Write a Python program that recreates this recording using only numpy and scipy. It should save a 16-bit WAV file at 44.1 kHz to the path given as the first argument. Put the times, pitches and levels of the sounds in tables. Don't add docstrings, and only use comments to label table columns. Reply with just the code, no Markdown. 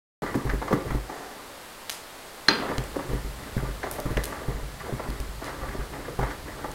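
import sys
import numpy as np
from scipy import signal
from scipy.io import wavfile
from scipy.ndimage import uniform_filter1d

SR = 44100
rng = np.random.default_rng(int(sys.argv[2]) if len(sys.argv) > 2 else 0)


def unload_audio(sound):
    columns = np.transpose(np.atleast_2d(sound))
    steps = np.round(np.clip(columns, -1, 1) * 32767)
    wavfile.write(sys.argv[1], SR, steps.astype(np.int16))


N = 297234
TIME = np.arange(N) / SR


def gain_of(db):
    return 10 ** (np.asarray(db) / 20)


def evened(x):
    return x / np.sqrt(np.mean(x ** 2) + 1e-20)


def read(points, hz):
    point_hz, value = np.transpose(points)
    return np.interp(np.log(hz + 1), np.log(point_hz + 1), value)


def add(mix, s, sound):
    part = mix[max(round(s * SR), 0):][:len(sound)]
    part += sound[:len(part)]


def colour(x, response, size=4096):
    hz = abs(np.fft.fftfreq(size, 1 / SR))
    log_gain = np.log(gain_of(response(hz)))
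    taps = np.fft.ifft(np.exp(np.conj(signal.hilbert(log_gain)))).real
    return signal.oaconvolve(x, taps[:size // 2])[:len(x)]


def noise_burst(t, decay_s, response):
    return colour(rng.standard_normal(len(t)) * np.exp(-t / decay_s), response)


def hump(hz, centre_hz, slope_db):
    octaves = np.hypot(np.log2((hz + 1) / centre_hz), .3)
    return -slope_db * np.minimum(octaves, 3)


def peaks(hz, resonances):
    return sum(db / (1 + (2 * (hz - f) / width) ** 2) for f, width, db in resonances)


def ring(modes, t):
    swell = np.sin(np.pi / 2 * np.minimum(t / .0004, 1)) ** 2
    total = 0
    for hz, db, t60 in modes:
        total = total + gain_of(db - 60 * t / max(t60, 1e-3)) * np.sin(2 * np.pi * hz * t)
    return swell * total


def slips(size, per_s, spread_db):
    strength = gain_of(spread_db * np.minimum(rng.exponential(1, size), 3))
    sign = rng.choice([-1., 1.], size)
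    return strength * sign * (rng.random(size) < per_s / SR)


# pitch_hz, relative level_db per Hz
HISS_COLOUR = [(20, 1.5), (150, -5.5), (500, 0.5), (1200, -1.5), (1900, -4.5), (2500, -8), (4500, -9),
               (6000, -14), (8000, -13), (12000, -15.5), (16000, -21.5)]
# time_s, level_db against HISS_DB
HISS_DRIFT = [(.2, 0.5), (1.0, 0), (1.6, 1), (2.3, 1), (2.9, 2), (4.6, 0.5), (6.7, 0.5)]
HISS_DB = -44.5


def hiss():
    air = evened(colour(rng.standard_normal(N), lambda hz: read(HISS_COLOUR, hz)))
    return air * gain_of(HISS_DB + np.interp(TIME, *np.transpose(HISS_DRIFT)))


def rumble():
    standing = np.interp(TIME, [.95, 1.15, 2.52, 2.75], [1, 0, 0, 1])
    response = [(10, -16), (28, -2.5), (60, 1.5), (90, -6.0), (130, -2.5), (200, -13),
                (400, -19.5), (1500, -43.0)]
    tremble = colour(rng.standard_normal(N), lambda hz: read(response, hz))
    return gain_of(-43.0) * standing * evened(tremble)


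# pitch_hz, gain_db
RASP = [(30, -41), (90, -8), (200, 2), (450, 0), (700, -3.5), (1200, -6.5), (2000, -9), (2600, -16.5),
        (4500, -14), (7000, -13.5), (15000, -52)]
# pitch_hz, width_hz, gain_db
DAMPED_STEEL = [(127, 114, 7), (267, 88, 4.5), (432, 185, 5.5), (580, 70, 1.5), (960, 510, 1.5),
                (1171, 66, 6), (1710, 36, 5), (1994, 320, 5)]


def grater(hz):
    return read(RASP, hz) + peaks(hz, DAMPED_STEEL)


ATTACK_S, SAG_DB_PER_S, RELEASE_S = 0.024, 18, .055


def effort(strokes):
    out, t = np.zeros(N), np.arange(SR) / SR
    for start, length, db, *_ in strokes:
        rise = np.minimum(t / ATTACK_S, 1)
        release = np.exp(-np.maximum(t - length, 0) / RELEASE_S)
        add(out, start, rise * gain_of(db - SAG_DB_PER_S * t) * release)
    return out


# start_s, length_s, relative level_db
DRAWS = [(0.2, 0.23, -34), (0.614, 0.2, -37), (1.081, 0.55, -42), (2.581, 0.17, -30.5),
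         (2.935, 0.08, -38.5), (3.366, 0.17, -41.5), (3.823, 0.21, -37.5), (4.256, 0.22, -37.5),
         (4.782, 0.23, -37.5), (5.405, 0.17, -36), (5.915, 0.14, -36.5), (6.449, 0.2, -38.5)]
# start_s, length_s, relative level_db, first-bite hardness_db
DOWNSTROKES = [(0.449, 0.083, -37.5, 0), (0.855, 0.11, -37.5, 1.5), (2.78, 0.053, -41.5, -2),
               (3.09, 0.076, -39, 1), (3.561, 0.12, -38.5, 2), (4.051, 0.16, -38.5, 0.5),
               (4.479, 0.15, -41.5, -2.5), (5.03, 0.23, -41.5, -5), (5.61, 0.25, -37.5, -3.5),
               (6.179, 0.11, -34, 0), (6.678, 0.1, -44.5, -2)]


def rubbing():
    scrape = np.zeros(N)
    for centre_hz in np.geomspace(250, 2000, num=6):
        slow_noise = uniform_filter1d(rng.standard_normal(N), size=900)
        waver = evened(uniform_filter1d(slow_noise, size=400))
        jerks = slips(N, per_s=1200, spread_db=3.5) * gain_of(4.5 * np.clip(waver, -2, 1.5))
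        scrape += colour(jerks, lambda hz: (grater(hz) + hump(hz, 1210, slope_db=2.5)
                                            + hump(hz, centre_hz, slope_db=13)))
    return evened(scrape) * gain_of(-2.0) * effort(DRAWS + DOWNSTROKES)


LIGHT_DB = -2.5
LIGHT_LOW_HZ, LIGHT_HIGH_HZ = 600, 2000


def light_catches(count):
    rows = []
    for start, length, db, *_ in DRAWS + DOWNSTROKES:
        into_s = length * (np.arange(count) + rng.random(count)) / count
        level_db = db + LIGHT_DB - SAG_DB_PER_S * into_s
        pitch_hz = LIGHT_LOW_HZ * (LIGHT_HIGH_HZ / LIGHT_LOW_HZ) ** rng.random(count)
        rows += zip(start + into_s, level_db, pitch_hz)
    return rows


# start_s, relative level_db, pitch_hz
CATCHES = [(0.221, -29, 470), (0.234, -29, 960), (0.263, -37, 1920), (0.343, -30.5, 1110),
           (0.352, -24, 330), (0.495, -29.5, 1680), (0.617, -28, 903), (0.68, -32, 1300),
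           (0.709, -22.5, 480), (0.726, -23.5, 1130), (0.729, -21, 300), (0.905, -32.5, 1200),
           (1.096, -33.5, 800), (2.697, -32, 326), (2.714, -29.5, 980), (2.96, -26.5, 516),
           (2.99, -33, 1070), (3.831, -31.5, 1500), (3.839, -28, 740), (3.866, -31, 760), (3.985, -29, 654),
           (4.17, -29, 1800), (4.174, -28.5, 515), (4.325, -34, 1280), (4.89, -34, 600), (4.996, -31, 885),
           (5.418, -35, 636), (5.747, -33, 500), (6.082, -32, 510), (6.192, -27.5, 830), (6.23, -27.5, 930),
           (6.305, -35.5, 1760), (6.643, -29.5, 820)]


def catches():
    out, t = np.zeros(N), np.arange(SR // 5) / SR
    shape = (1 - np.exp(-t / 0.0021)) * (np.exp(-t / 0.0058) + .12 * np.exp(-t / 0.036))
    for s, db, centre_hz in CATCHES + light_catches(count=2):
        jerks = shape * slips(len(t), per_s=2000, spread_db=3)
        jerks[0] += 0.39 * np.linalg.norm(jerks)
        note = [(centre_hz, 0.33 * centre_hz, 5)]
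        tear = colour(jerks, lambda hz: grater(hz) + hump(hz, centre_hz, slope_db=8.0) + peaks(hz, note))
        add(out, s, gain_of(db - 11.5) * evened(tear))
    return out


SOFTEN_DB_PER_S = 54.5


def hardness(s):
    start, _, _, bite_db = min(DOWNSTROKES, key=lambda row: abs(row[0] - s))
    return bite_db - SOFTEN_DB_PER_S * (s - start)


# start_s, relative level_db
PUSHES = [(0.453, -23), (0.494, -29), (0.536, -22), (0.857, -31), (0.907, -25), (0.948, -22.5),
          (2.783, -25), (3.092, -29.5), (3.133, -23), (3.248, -27.5), (3.567, -23), (3.627, -26.5),
          (3.687, -29), (4.056, -24.5), (4.105, -23.5), (4.168, -22), (4.484, -22.5), (4.548, -29),
          (4.631, -27), (4.926, -27), (5.088, -25), (5.2, -24.5), (5.289, -28), (5.616, -31.5),
          (5.685, -28), (5.791, -24.5), (6.19, -23), (6.228, -27), (6.684, -34)]
# pitch_hz, relative level_db, t60_s
COUNTER = [(50.5, -0.5, 0.31), (129, -1, 0.22), (173, -10.5, 0.19), (227.4, -5.5, 0.077), (285.5, -9, 0.1),
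           (391.7, -7, 0.13)]
JOLT_DB, JOLT_DB_PER_OCTAVE, JOLT_HZ = 5, -14.5, 300
JOLT_DECAY_S, THUMP_HZ = .016, 215


def pushes():
    out, t = np.zeros(N), np.arange(SR // 2) / SR
    lowest, upper = ring(COUNTER[:1], t), ring(COUNTER[1:], t)
    puff_response = [(30, -5.0), (130, 4.0), (400, -4.0), (800, -23), (3000, -37.0)]  # Hz, dB
    for s, db in PUSHES:
        puff = noise_burst(t, 0.02, lambda hz: read(puff_response, hz))
        hard = gain_of(hardness(s))
        swing = lowest + hard * (upper + gain_of(-20.5) * evened(puff))
        balance = np.sqrt(2 / (1 + hard ** 2))
        add(out, s, gain_of(db) * swing * balance)
    for s, db, centre_hz in CATCHES:
        thump = noise_burst(t, JOLT_DECAY_S, lambda hz: hump(hz, THUMP_HZ, slope_db=16))
        jolt = gain_of(-5) * upper + gain_of(-19) * evened(thump)
        depth_db = JOLT_DB_PER_OCTAVE * np.log2(centre_hz / JOLT_HZ)
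        add(out, s, gain_of(db + JOLT_DB + depth_db) * jolt)
    return out


# pitch_hz, width_hz, gain_db
FREE_STEEL = [(430, 42, 9), (760, 220, 18), (1040, 46, 10), (1800, 90, 14)]
# time_s, level_db
LAST_SLIDE = [(1.0, -62), (1.1, -45.5), (1.2, -41), (1.32, -48.5), (1.6, -75)]


def lifting():
    jerks = slips(N, per_s=2700, spread_db=1.5)
    slide = colour(jerks, lambda hz: read(RASP, hz) + peaks(hz, FREE_STEEL))
    return evened(slide) * gain_of(np.interp(TIME, *np.transpose(LAST_SLIDE)))


# start_s, relative level_db, pitch_hz, room share_db
TICKS = [(1.896, -29.5, 4000, -13), (1.9004, -30.5, 6050, -1.5), (2.782, -31.5, 2500, -14),
         (2.8395, -43, 6500, -9), (3.913, -33, 15000, -3), (4.0017, -39, 11500, -13),
         (4.172, -33.5, 2500, -19), (4.237, -35.5, 4500, -6), (4.2411, -32.5, 9000, -8),
         (4.255, -35, 13500, -8), (5.103, -44, 6600, -21), (5.202, -41, 6200, -9),
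         (5.444, -41.5, 4500, 1.5), (6.716, -45.5, 6700, -11)]
# pitch_hz, gain_db
TICK_COLOUR = [(100, -14), (700, 5), (2000, 0.5), (7000, -6.5), (12000, -5), (16000, -14)]


def ticks():
    direct, sent, t = np.zeros(N), np.zeros(N), np.arange(SR // 30) / SR
    for s, db, centre_hz, room_db in TICKS:
        tone = lambda hz: read(TICK_COLOUR, hz) + hump(hz, centre_hz, slope_db=6.0)
        snap = evened(colour(1. * (t == 0), tone))
        splinter = evened(noise_burst(t, .0012, tone))
        add(direct, s, gain_of(db - 14) * snap + gain_of(db - 7.0) * splinter)
        add(sent, s + .003, gain_of(db + room_db) * snap)
    return direct, sent


# start_s, relative level_db
KNOCKS = [(2.4836, 3.5), (2.4853, 7), (2.4867, 2.5)]
# pitch_hz, gain_db
CRACK = [(50, -26), (220, 3), (450, 4), (750, -10), (1600, 11.5), (2900, -2.5), (4700, 3.5), (6800, -18),
         (10000, -13.5), (16000, -52)]
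# pitch_hz, relative level_db, t60_s
CLACK = [(289, -8.5, 0.066), (1620, -2, 0.018), (2460, -29, 0.02), (4160, 2.5, 0.025), (4970, -2.5, 0.015),
         (5880, -15, 0.033), (6400, -18, 0.039)]
# pitch_hz, relative level_db, t60_s
STEEL_RING = [(220, -13, 0.7), (403, -14, 0.6), (918, -9, 0.3), (1214, -12, 0.35), (1346, -12, 0.25),
              (1591, -6, 0.33), (1830, -20, 0.4), (1999, -11, 0.33), (2260, -18, 0.42), (2438, -21, 0.5),
              (2478, -15, 0.35), (2692, -21, 0.5), (3026, -25, 0.45), (3302, -20, 0.45), (3408, -22, 0.5),
              (3587, -22, 0.42), (4138, -11, 0.25), (4171, -14, 0.3), (4725, -13, 0.35), (4764, -11, 0.38),
              (5881, -33, 0.22), (6401, -29, 0.4)]
# pitch_hz, gain_db
SHUDDER = [(60, -18), (200, -3.5), (450, -1), (700, -12), (1100, -3.5), (2000, -15), (3400, -12.5),
           (6000, -41)]


def knock():
    contact, after, t = np.zeros(N), np.zeros(N), np.arange(SR) / SR
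    for s, db in KNOCKS:
        crack = noise_burst(t, 0.0019, lambda hz: read(CRACK, hz))
        add(contact, s, gain_of(db - 45.5) * evened(crack))
    loudest_s = KNOCKS[1][0]
    add(contact, loudest_s, gain_of(-7.5) * ring(CLACK, t))
    shudder = noise_burst(t, 0.092, lambda hz: read(SHUDDER, hz))
    add(after, loudest_s, gain_of(-19) * ring(STEEL_RING, t) + gain_of(-37.5) * evened(shudder))
    return contact, after


# pitch_hz, t60_s
KITCHEN_DECAY = [(60, 0.33), (250, 0.67), (1000, 0.51), (4000, 0.35), (9000, 0.38), (16000, 0.24)]


def kitchen(x):
    taps = rng.choice([-1., 1.], SR) * (rng.random(SR) < 1 / 8) * (TIME[:SR] > .004)
    hz, t, bands = signal.stft(taps, SR, nperseg=256)
    decay = gain_of(-60 * t / read(KITCHEN_DECAY, hz)[:, None])
    tail = signal.istft(bands * decay, SR, nperseg=256)[1]
    return signal.fftconvolve(x, tail / np.linalg.norm(tail))[:N]


def scene():
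    rasp, thud = rubbing() + catches() + lifting(), pushes()
    tick, tick_sent = ticks()
    contact, after = knock()
    to_room = gain_of(-9.0) * rasp + gain_of(-19) * thud
    to_room += gain_of(-5.5) * tick_sent + gain_of(-10.5) * contact
    mono = rasp + thud + tick + contact + after + kitchen(to_room) + rumble() + hiss()
    return np.array([mono, mono])


START_S, EDGE_HZ = .2205, 15900


def record(dry):
    live = dry * (TIME >= START_S)
    low_pass = signal.firwin(511, EDGE_HZ, window=("kaiser", 9), fs=SR)
    return signal.oaconvolve(live, low_pass[None], "same")


dry = scene()
out = record(dry)
unload_audio(out)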